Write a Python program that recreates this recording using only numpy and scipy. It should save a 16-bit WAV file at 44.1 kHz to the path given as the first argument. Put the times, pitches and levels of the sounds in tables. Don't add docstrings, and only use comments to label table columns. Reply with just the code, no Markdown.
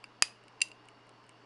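import sys
import numpy as np
from scipy import signal
from scipy.io import wavfile
from scipy.ndimage import uniform_filter1d

SR = 44100
rng = np.random.default_rng(int(sys.argv[2]) if len(sys.argv) > 2 else 0)


def dump(signal):
    limited = np.clip(np.atleast_2d(signal).T, -1, 1)
    pcm = np.round(limited * 32767).astype(np.int16)
    wavfile.write(sys.argv[1], SR, pcm)


def volts_from_db(level):
    exponent = np.asarray(level, float) / 20
    return 10 ** exponent


N = 63945

# (time [s], level [dB], brightness [dB per octave])
SETTLE_HITS = [
    (0.0402, -43.5, 0),
    (.0411, -34.5, -0.6),
]
# (time [s], level [dB], brightness [dB per octave])
PRESS_HITS = [
    (.2214, -65.5, -6),
    (.2232, -12, -1.16),
    (.2237, -18, 4),
    (.2256, -42, 5.5),
]
# (time [s], level [dB], brightness [dB per octave], bridge ring [dB])
TICK_HITS = [
    (0.438, -68, 1.5, 1),
    (.4815, -58.5, -1.3, 8),
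    (0.6859, -59.5, 4.5, -7),
    (0.8546, -69, 1.5, -7),
    (.8860, -53, -2.5, -8),
    (1.068, -83.5, 12.5, -2),
    (1.0925, -61, 2, 7),
    (1.2400, -66, -6, 1),
    (1.266, -72, 4.5, 0),
    (1.2926, -56, 2.5, -2),
]
# (time [s], level [dB], brightness [dB per octave])
RELEASE_HITS = [
    (.6054, -43, -5.5),
    (.6151, -38.5, -22.5),
    (.6161, -27, 11),
    (.6177, -17, -1.5),
    (0.6192, -32, -1),
    (0.6254, -36.5, -6.5),
    (0.6283, -46.5, 10),
    (.7160, -46.5, -6.5),
]


def evened(x):
    return x / np.sqrt(np.mean(x ** 2) + 1e-20)


def read(points, hz):
    f, value = np.transpose(points)
    return np.interp(np.log(hz + 1), np.log(f + 1), value)


def air():
    # (frequency [Hz], level [dB per Hz])
    hiss_tone = [(12, -37), (20, -11), (65, -18.5), (102, -16), (170, -8.5), (996, -3.5), (2410, -14.5),
                 (4460, -22), (12000, -43.5), (15600, -85.5), (22000, -120)]
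    # (frequency [Hz], width [Hz], rise [dB])
    fan = [(220.2, 14, 8.5), (297.8, 22, 10), (416, 41.5, 6.5), (1026, 71, 3), (2838, 190, 9),
           (4518, 180, 9.5), (5250, 650, 6), (9400, 400, 2)]
    frames, hz = N // 512 + 5, np.fft.rfftfreq(2048, 1 / SR)
    real, imaginary, patches = rng.standard_normal((frames, 1025, 3)).T
    patches = evened(uniform_filter1d(uniform_filter1d(patches, 20, 0), 6, 1))
    shape_db = read(hiss_tone, hz) - 12 * np.clip((hz - 10500) / 1000, 0, 4)
    for centre_hz, width_hz, rise_db in fan:
        shape_db = shape_db + rise_db * np.exp(-2 * ((hz - centre_hz) / width_hz) ** 2)
    spectrum = (real + 1j * imaginary) * volts_from_db(shape_db[:, None] + 1.15 * patches)
    hiss = evened(signal.istft(spectrum, nperseg=2048, noverlap=1536)[1][:N])

    waver = evened(uniform_filter1d(uniform_filter1d(rng.standard_normal(N), 2000), 2000))
    hum_hz, hum_db, waver_db = 119.2, -70, 0.5
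    hum = np.sqrt(2) * np.sin(2 * np.pi * hum_hz * np.arange(N) / SR)
    return volts_from_db(-60) * hiss + volts_from_db(hum_db + waver_db * waver) * hum


def strike(hits, modes, rise_s):
    hz, mode_db, t60 = np.transpose(modes)[:, :, None]
    bridge_hz, bridge_width_hz, spread_db = 4660, 830, 1.2
    bridge = np.exp(-((hz - bridge_hz) / bridge_width_hz) ** 2)
    signs = (-1.) ** np.arange(len(modes))[:, None]
    out, clock = np.zeros(N), np.arange(N) / SR
    spreads = rng.standard_normal((len(hits), len(modes), 1))
    for (start_s, db, tilt_db, *bridge_db), spread in zip(hits, spreads):
        first = int(start_s * SR) + 1
        t = clock[first:first + 8000] - start_s
        start_db = db + mode_db + tilt_db * np.log2(hz / 4000) + spread_db * spread
        start_db = start_db + sum(bridge_db) * bridge
        level = volts_from_db(start_db - 60 * t / t60)
        ringing = (signs * level * np.sin(2 * np.pi * hz * t)).sum(0)
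        out[first:first + 8000] += (1 - np.exp(-t / rise_s)) * ringing
    return out


def settle():
    # (frequency [Hz], level [dB], t60 [s])
    touched_case = [(1064, -6.5, 0.0046), (1664, -12, 0.016), (2300, -7, 0.023), (2720, -1, 0.021),
                    (2930, -15, 0.0073), (4857, -5.5, 0.019), (5255, -14.5, 0.016), (7400, -17, 0.013),
                    (8690, -17, 0.008), (9480, -13, 0.0095), (11110, -33, .01)]
    return strike(SETTLE_HITS, touched_case, 0.0002)


def snap():
    start_s, db, _ = PRESS_HITS[1]
    t = np.maximum(np.arange(N) / SR - start_s, 0)
    crack, thud = t * 9700, t * 300 * 2 * np.pi
    body = volts_from_db(-6.5) * crack * (2 - crack) * np.exp(-crack)
    body += volts_from_db(-30) * thud * np.exp(-thud)
    return volts_from_db(db) * np.e * body


def press():
    # (frequency [Hz], level [dB], t60 [s])
    gripped_case = [(1245, -5.5, 0.0095), (1780, -2.5, 0.0068), (2632, -6, 0.023), (2460, -16, 0.047),
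                    (2950, -3, 0.011), (3800, -18, 0.0067), (4906, 6, 0.026), (4710, -15.5, 0.048),
                    (5877, -11.5, 0.0086), (6800, 1, 0.0089), (7550, -8.5, .01), (9160, 1.5, 0.0085),
                    (10220, -7, 0.0044), (11000, -16, .003)]
    return strike(PRESS_HITS, gripped_case, 0.0001) + snap()


def ticks():
    # (frequency [Hz], level [dB], t60 [s])
    plates = [(2240, 2, 0.031), (2716, 2.5, 0.016), (2950, 3, 0.024), (3950, -3.5, 0.013),
              (4520, -5, 0.013), (5080, -3.5, .014), (6230, -5, 0.0083), (7100, -3.5, .012),
              (8330, 2.5, 0.011), (8960, -2.5, 0.012), (9500, -2.5, .01), (10930, -11, .01)]
    return strike(TICK_HITS, plates, 0.00018)


def release():
    # (frequency [Hz], level [dB], t60 [s])
    free_case = [(2190, -1.5, 0.004), (2764, 4, 0.023), (2740, -6.5, 0.0074), (3100, -25, 0.01483),
                 (4035, -2, 0.0056), (4812, 3.5, 0.012), (4520, -8, 0.0074), (6030, -4.5, 0.011),
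                 (7380, 0, 0.011), (8700, -5, 0.0094), (9490, -3.5, 0.0085), (10180, -16.5, .012),
                 (10950, -24.5, 0.02), (12950, -46, .03)]
    return strike(RELEASE_HITS, free_case, 0.00045)


def contacts(hits, db):
    out = np.zeros(N)
    for hit in hits:
        out[round(hit[0] * SR)] = volts_from_db(hit[1] + db)
    return out


def room(x, tone):
    # (frequency [Hz], t60 [s])
    room_t60 = [(500, .15), (1300, 0.25), (3500, .25), (9000, 0.21), (12000, 0.21)]
    taps = np.zeros(SR // 2)
    at = np.arange(0, SR // 2 - 6, 6)
    taps[at + rng.integers(0, 6, len(at))] = rng.choice([-1., 1.], len(at))
    hz, t, bands = signal.stft(taps, SR, nperseg=256)
    fading_db = read(tone, hz)[:, None] - 60 * t / read(room_t60, hz)[:, None]
    tail = signal.istft(bands * volts_from_db(fading_db), SR, nperseg=256)[1]
    delay_s = 0.0035
    tail *= 1 - np.exp(-(np.arange(len(tail)) / SR / delay_s) ** 2)
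    return signal.fftconvolve(x, tail / np.linalg.norm(tail))[:N]


def room_ring(x):
    # (frequency [Hz], level [dB])
    ring_tone = [(500, 2.5), (1500, -4.5), (2600, 2), (5000, -0.5), (6500, -5), (10500, -1), (12000, -12)]
    return volts_from_db(-21.5) * room(x, ring_tone)


def room_scatter():
    # (frequency [Hz], level [dB])
    scatter_tone = [(500, -25), (1500, -8), (3500, -2), (6500, -1), (9500, -8.5), (11200, -7),
                    (11900, -38.5), (16000, -59.5)]
    faint = RELEASE_HITS[:1] + RELEASE_HITS[-1:] + SETTLE_HITS[1:] + TICK_HITS
    clicks = contacts(PRESS_HITS[1:2], -8)
    clicks += contacts(RELEASE_HITS[3:4], -5.5)
    clicks += contacts(faint, -11.5)
    return room(clicks, scatter_tone)


def scene():
    down = press()
    rest = settle() + ticks() + release()
    echoes = room_ring(down + volts_from_db(-3) * rest) + room_scatter()
    return (air() + down + rest + echoes)[None]


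def roll_off(x):
    return signal.sosfilt(signal.butter(12, 16830, fs=SR, output="sos"), x)


def record(dry):
    mic_hz, edge_hz = 12300, 16650
    rolled = signal.sosfilt(signal.butter(3, mic_hz, fs=SR, output="sos"), dry)
    spike = np.roll(contacts(PRESS_HITS[1:2], -9), 8)
    edge = signal.firwin(201, edge_hz, window=("kaiser", 8), fs=SR)[None]
    mix = signal.oaconvolve(rolled + spike, edge, "same")
    return roll_off(mix)


dry = scene()
out = record(dry)
dump(out)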